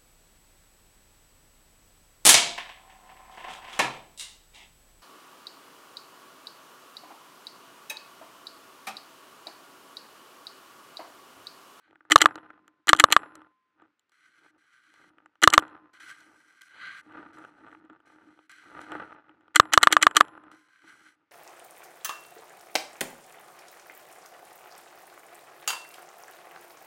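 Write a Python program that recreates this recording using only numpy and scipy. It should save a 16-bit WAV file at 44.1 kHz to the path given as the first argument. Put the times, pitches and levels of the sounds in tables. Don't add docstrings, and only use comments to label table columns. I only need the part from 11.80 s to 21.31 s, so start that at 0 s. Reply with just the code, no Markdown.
import sys
import numpy as np
from scipy import signal
from scipy.fft import rfft, irfft
from scipy.io import wavfile
from scipy.ndimage import uniform_filter1d

SR = 44100
rng = np.random.default_rng(int(sys.argv[2]) if len(sys.argv) > 2 else 0)


def master_out(mix):
    frames = np.transpose(np.atleast_2d(mix))
    ceiling = np.clip(frames, -1, 1)
    pcm = np.round(ceiling * 32767).astype(np.int16)
    wavfile.write(sys.argv[1], SR, pcm)


def invert_db(level):
    return 10 ** (np.asarray(level, dtype=float) / 20)


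N = 419391
T = np.arange(N) / SR

# bolt_start_s, valve_db (relative), slam_delay_ms, slam_db (relative), slam_loud_ms
SHOTS = [(.3180, -6.5, 40.4, 11.5, 4.6), (0.4158, -9, 42.0, 2.5, 2.6), (1.0910, -8.5, 40.4, 7, 2.4),
         (1.1979, -14.5, 41.8, 10, 3.6), (1.3233, -15.5, 41.5, 2.5, 2.6), (3.635, -9, 40.3, 10.5, 2.7),
         (3.7363, -14, 42.1, 7.5, 2.4), (7.7582, -17.5, 40.0, 10.5, 2.8), (7.935, -14, 41.0, 9.5, 2.6),
         (8.0299, -19.5, 41.8, 3, 2.6), (8.1246, -15.5, 42.2, 0.5, 2.6), (8.2259, -12, 41.7, 3.5, 2.6),
         (8.3666, -12.5, 41.9, 3.5, 2.6)]


def ring(column, lo_hz=0, hi_hz=SR):
    # pitch_hz, t60_s, then relative gain when struck by
    # bolt_forward_db, slam_db, rubbing_db, balls_db (columns 2 to 5)
    modes = [(138, 0.02, -41, -43.5, -29, -25), (310.6, 0.14, -26, -40, -45, -13.5),
             (453.7, 0.0085, -22, -18, -55, -4.5), (894, .014, -14.5, -12.5, -50, -2),
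             (1034, 1.3, -76, -46, -89.5, -70.5), (1188.5, 0.024, -8, 2, -12, -4),
             (1447, 0.0099, -2.5, -17, 0, 3.5), (1580, 0.021, -9.5, -15.5, -1, -4.5),
             (1710, 0.012, -5.5, -0.5, -8.5, -7), (2015, 0.011, -2.5, -18, -4, -8),
             (2504, 0.0079, -8.5, -17.5, -11, -12), (2972, 0.014, -5, -13, -13.5, -18),
             (3270, 0.0084, -4, -19, -12.5, -18), (4120, 0.008, -5, -17.5, -12, -21),
             (5100, 0.0063, -14, -34, -18.5, -27), (5860, 0.0075, -9.5, -30, -15, -27.5),
             (7320, 0.006, -3, -30, -22, -33), (7550, .3, -63, -63, -67, -70.5),
             (7930, 0.014, -17, -30.5, -21.5, -44), (8850, .008, -10, -35.5, -24.5, -43.5),
             (10820, 0.0093, -16.5, -41.5, -21, -48.5), (10870, .55, -63, -62, -56, -80),
             (11110, .5, -68, -68, -80, -85), (8000, 0.092, -37, -47, -70, -75.5),
             (668, 0.004, -16.5, -7.5, -59, -8), (9150, .08, -50.5, -61, -33.5, -76),
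             (11770, 0.0096, -19.5, -40.5, -33, -55), (14300, 0.0065, -22, -47, -30, -56)]
    t = T[:2 * SR]
    response = 0
    for k, mode in enumerate(modes):
        pitch_hz, t60_s = mode[:2]
        if lo_hz <= pitch_hz < hi_hz:
            decay = np.exp(-np.log(1000) * t / t60_s)
            response = response + (-1) ** k * invert_db(mode[column]) * decay * np.sin(2 * np.pi * pitch_hz * t)
    return response


def strike(force, response):
    return signal.fftconvolve(force, response)[:N]


def unit(x):
    return x / np.sqrt(np.mean(x ** 2))


def add(out, s, burst):
    i = int(s * SR)
    out[i:i + len(burst)] += burst[:N - i]


def grains(rate, spread_db):
    hits = rng.random(N) < rate / SR
    extra_db = spread_db * np.minimum(rng.exponential(size=N), 3)
    return hits * rng.standard_normal(N) * invert_db(extra_db)


def walk(rate):
    hold = int(SR / rate)
    levels = np.repeat(rng.standard_normal(N // hold + 1), hold)
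    return 1.2 * uniform_filter1d(levels, hold)[:N]


def bolt_forward():
    valve_lead_s = 0.0086
    force, t = np.zeros(N), T[:SR // 10]

    def fade(start_s, tau_s):
        return (t >= start_s) * np.exp(-np.maximum(t - start_s, 0) / tau_s)

    def soft(x, size):
        return uniform_filter1d(uniform_filter1d(x, size), size)

    noises = rng.standard_normal((len(SHOTS), 4, len(t)))
    bright = fade(0, 0.0015) + invert_db(-11) * fade(0, 0.0054) + invert_db(-26.5) * fade(0, 0.0097)
    dull = invert_db(-7.5) * fade(0, 0.0027) + invert_db(6.5) * fade(0.004, 0.00068)
    valve = invert_db(-16) * (t < 0.014) + fade(0.005, 0.0011)
    bounce = invert_db(-26) * fade(0, 0.003) + invert_db(-33) * fade(0.0094, 0.0014)
    for (s, valve_db, slam_delay_ms, *_), (a, b, c, d) in zip(SHOTS, noises):
        add(force, s, bright * a + soft(dull * b, size=4))
        valve_noise = invert_db(7) * soft(valve * c, size=8) + invert_db(-7) * valve ** 2 * d
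        add(force, s - 0.005 - valve_lead_s, invert_db(valve_db) * valve_noise)
        add(force, s + slam_delay_ms / 1000 + 0.00053, bounce * d)
    return invert_db(-22.5) * strike(force, ring(2))


def slam():
    tail_db = -8
    out, clang = np.zeros(N), ring(3)
    t = T[:len(clang)]
    for s, _, slam_delay_ms, db, loud_ms in SHOTS:
        hit_s, loud_s = s + slam_delay_ms / 1000, loud_ms / 1000
        loudness = np.interp(t, [loud_s, loud_s + 0.0004], [invert_db(db), invert_db(tail_db)])
        out[int(hit_s * SR):] = 0
        add(out, hit_s, loudness * clang)
    return out


def rubbing():
    # on_s, off_s, on_db, off_db (relative force),
    # mid_db (extra gain of the low modes at mid-contact)
    contacts = [(0, 0.14, -90, -104, 14), (2.318, 2.709, -82.5, -79.5, 1), (2.78, 3.296, -83, -77.5, 1.5),
                (4.132, 4.195, -70.5, -77, 3), (4.198, 4.329, -63.5, -63.5, -1.5),
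                (4.33, 4.803, -69, -77.5, -4.5), (4.809, 4.885, -65.5, -71, -5.5),
                (4.89, 5.212, -76, -66, 13.5), (5.229, 5.517, -86, -87, 5), (5.531, 5.706, -71.5, -85, -5),
                (5.711, 6.0, -87.5, -88, -1.5), (6.256, 6.461, -78, -88, -1),
                (6.463, 6.668, -84.5, -86.5, 1), (6.694, 7.0, -67, -78, 1.5), (7.003, 7.351, -69, -86, 2.5),
                (8.714, 8.878, -72, -83, -3), (8.884, 9.019, -82, -81, 1), (9.019, 9.1, -78, -67, 0),
                (9.101, 9.279, -72.5, -69, -3.5), (9.28, 9.354, -69.5, -85, -3)]
    flicker_db, flickers_per_s = 1.6, 25
    grip, press_db = np.zeros(N), np.zeros(N)
    for on_s, off_s, on_db, off_db, mid_db in contacts:
        touching = (T > on_s) & (T < off_s)
        along = np.clip((T - on_s) / (off_s - on_s), 0, 1)
        grip += touching * invert_db(on_db + (off_db - on_db) * along)
        press_db += mid_db * np.sin(np.pi * along)
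    slip = unit(rng.standard_normal(N) + 0.79 * unit(grains(1200, 1.4)))
    low, high = ring(4, 0, 4600), ring(4, 4600, SR)
    force = grip * invert_db(flicker_db * walk(flickers_per_s)) * slip / np.linalg.norm(high)
    return strike(force, high) + strike(invert_db(press_db) * force, low)


def tumbling():
    # start_s, strongest_s, fade_s (rough times; fade_s may precede the peak, which cuts the swell short),
    # taps_db, hollow_note_db (relative)
    shakes = [(0.065, 0.12, 0.18, -61.5, -62), (0.267, .29, 0.29, -60, -72),
              (0.734, 0.795, 1, -65.5, -64.5), (1.986, 2.02, 2.093, -60.5, -58.5),
              (2.47, 2.49, 2.52, -81.5, -73), (2.6, 2.68, 2.67, -61, -60), (2.72, 2.751, 2.83, -65.5, -70),
              (3.0, 3.117, 3.64, -80.5, -76.5), (3.193, 3.22, 3.53, -63.5, -65),
              (3.461, 3.458, 3.4, -62, -63), (3.55, 3.61, 3.3, -72, -63), (4.128, 4.223, 4.4, -66.5, -66),
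              (4.378, 4.487, 4.76, -62.5, -63.5), (4.811, 4.818, 4.6, -69.5, -75.5),
              (4.922, 4.955, 5.1, -61.5, -62.5), (5.18, 5.199, 5.1, -51.5, -52.5),
              (5.263, 5.355, 5.65, -46.5, -48), (5.566, 5.582, 5.71, -51, -57),
              (5.729, 5.807, 6.07, -55.5, -52), (5.866, 5.88, 5.23, -55, -55),
              (6.022, 6.048, 6.1, -70, -61), (6.098, 6.098, 6.25, -62, -58), (6.264, 6.326, 6.55, -60, -60),
              (6.401, 6.45, 6.7, -68.5, -66), (6.844, 6.984, 7.23, -48.5, -51),
              (7.072, 7.127, 7.4, -40.5, -50), (7.433, 7.5, 7.84, -61, -63),
              (8.701, 8.741, 8.8, -61.5, -57.5), (8.869, 8.889, 8.9, -64, -72.5),
              (9.02, 9.036, 9.47, -64.5, -64), (9.195, 9.256, 8.75, -53, -71.5)]
    rise_db, fall_db = 13, 15.5
    jolt_db, jolt_note_db, sink_db_per_s, note_sink_db_per_s = -45, -51, 61.5, 54.5
    rest_s, rest_db_per_s = 0.3, 240
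    flicker_db, flickers_per_s = 2, 30
    taps, note = np.zeros(N), np.zeros(N)
    for s, _, slam_delay_ms, *_ in SHOTS:
        t = T - s - slam_delay_ms / 1000
        rest_db = -rest_db_per_s * np.maximum(t - rest_s, 0)
        taps = np.maximum(taps, (t > 0) * invert_db(jolt_db - sink_db_per_s * np.abs(t) + rest_db))
        note = np.maximum(note, (t > 0) * invert_db(jolt_note_db - note_sink_db_per_s * np.abs(t) + rest_db))
    for start_s, strongest_s, fade_s, taps_db, note_db in shakes:
        swell_db = np.interp(T, [start_s, strongest_s, fade_s], [-rise_db, 0, -fall_db])
        outside_s = np.maximum(start_s - T, 0) + np.maximum(T - fade_s, 0)
        swell = invert_db(swell_db - rest_db_per_s * outside_s)
        taps = taps + invert_db(taps_db) * swell
        note = note + invert_db(note_db) * swell
    return [uniform_filter1d(gain, size=400) * invert_db(flicker_db * walk(flickers_per_s)) for gain in (taps, note)]


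def balls():
    tap_gain, note_gain = tumbling()
    taps = uniform_filter1d(unit(grains(700, 4.3)) + 0.45 * rng.standard_normal(N), size=6)
    hollow = ring(5, 200, 400)
    note = unit(strike(unit(grains(500, 1.9)), hollow))
    shell = strike(taps, ring(5) - hollow)
    return tap_gain * unit(shell) + note_gain * note


def knocks():
    # start_s, dull_db, treble_db (relative force)
    lone_taps = [(0.1089, -37, -83), (0.129, -46, -86), (0.156, -37.5, -88), (0.2063, -37.5, -89),
                 (0.251, -43, -83), (0.3003, -17.5, -45), (0.3795, -16, -34), (0.386, -24, -39),
                 (0.4405, -13, -50), (0.449, -21, -48), (0.5087, -23, -83), (0.5562, -29.5, -49),
                 (0.584, -30.5, -77), (0.703, -28.5, -87.5), (0.8788, -38, -63), (1.0715, -21.5, -33),
                 (1.1485, -13, -42.5), (1.1645, -37, -41), (1.1715, -25, -47), (1.2855, -24, -73),
                 (1.3035, -14.5, -42.5), (1.5539, -28.5, -49.5), (1.604, -49, -87), (1.6173, -32.5, -84),
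                 (2.0194, -48.5, -85), (2.1944, -59.5, -71), (2.2945, -60, -72), (2.3192, -56, -73.5),
                 (3.1395, -45, -66), (3.383, -36.5, -89), (3.459, -34, -72.5), (3.5548, -50, -81.5),
                 (3.618, -25.5, -38.5), (3.702, -27, -33.5), (3.79, -16.5, -43), (3.796, -36, -45.5),
                 (3.8232, -22.5, -68), (3.88, -43, -68.5), (3.8982, -41, -76), (4.137, -47.5, -67),
                 (4.2028, -49, -61), (4.4044, -57.5, -64), (4.8177, -45, -51), (5.323, -40.5, -73),
                 (5.5856, -37, -66.5), (5.6488, -37.5, -69.5), (5.9273, -35, -77.5), (5.9486, -33, -83),
                 (6.0985, -32, -77), (5.868, -47.5, -81), (5.884, -38, -78), (5.915, -37, -76),
                 (6.05, -48, -85), (6.202, -46.5, -81), (6.27, -39, -87), (6.322, -40, -84),
                 (6.59, -37, -84.5), (6.131, -41, -87), (6.6954, -47.5, -63.5), (6.7162, -41.5, -56.5),
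                 (7.0154, -48, -56), (7.1187, -17.5, -55.5), (7.1516, -19.5, -71), (7.493, -34.5, -85),
                 (7.6082, -49.5, -82), (7.6801, -35.5, -86), (7.8542, -20, -69), (7.9215, -22.5, -60),
                 (8.0125, -18, -59), (8.1055, -19, -70), (8.3105, -20.5, -52), (8.3495, -24, -44.5),
                 (8.404, -6.5, -32.5), (8.4492, -27.5, -65.5), (8.4821, -32, -67), (8.5762, -33, -81.5),
                 (8.6368, -38, -78), (8.7151, -34, -63)]
    low, high, t = np.zeros(N), np.zeros(N), T[:200]
    bursts = rng.standard_normal((len(lone_taps), len(t))) * np.exp(-t / 0.00064)
    for (s, db, treble_db), burst in zip(lone_taps, bursts):
        add(low, s, invert_db(db) * burst)
        add(high, s, invert_db(treble_db) * burst)
    return invert_db(-20) * strike(low, ring(5, 0, 4000)) + strike(high, ring(2, 2700, SR))


def floor():
    # (relative, per Hz)
    spectrum = [(18, -35), (30, -3), (49, -15.5), (199, -12), (303, -4.5), (649, -16.5), (1430, -5.5),
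                (2170, -10.5), (16000, -46)]
    hz, db = np.transpose(spectrum)
    f = np.fft.rfftfreq(N, 1 / SR) + 1
    shape = invert_db(np.interp(np.log(f), np.log(hz), db))
    return invert_db(-82) * unit(irfft(rfft(rng.standard_normal(N)) * shape, N))


def scene():
    return (bolt_forward() + slam() + rubbing() + balls() + knocks() + floor())[None]


def roll_off(x):
    return signal.sosfilt(signal.butter(12, 16310, fs=SR, output="sos"), x)


def record(dry):
    thin = signal.sosfilt(signal.butter(2, 90, "high", fs=SR, output="sos"), dry)
    clipped = np.clip(thin, -1, 1)
    return roll_off(clipped)


dry = scene()
out = record(dry)
master_out(out)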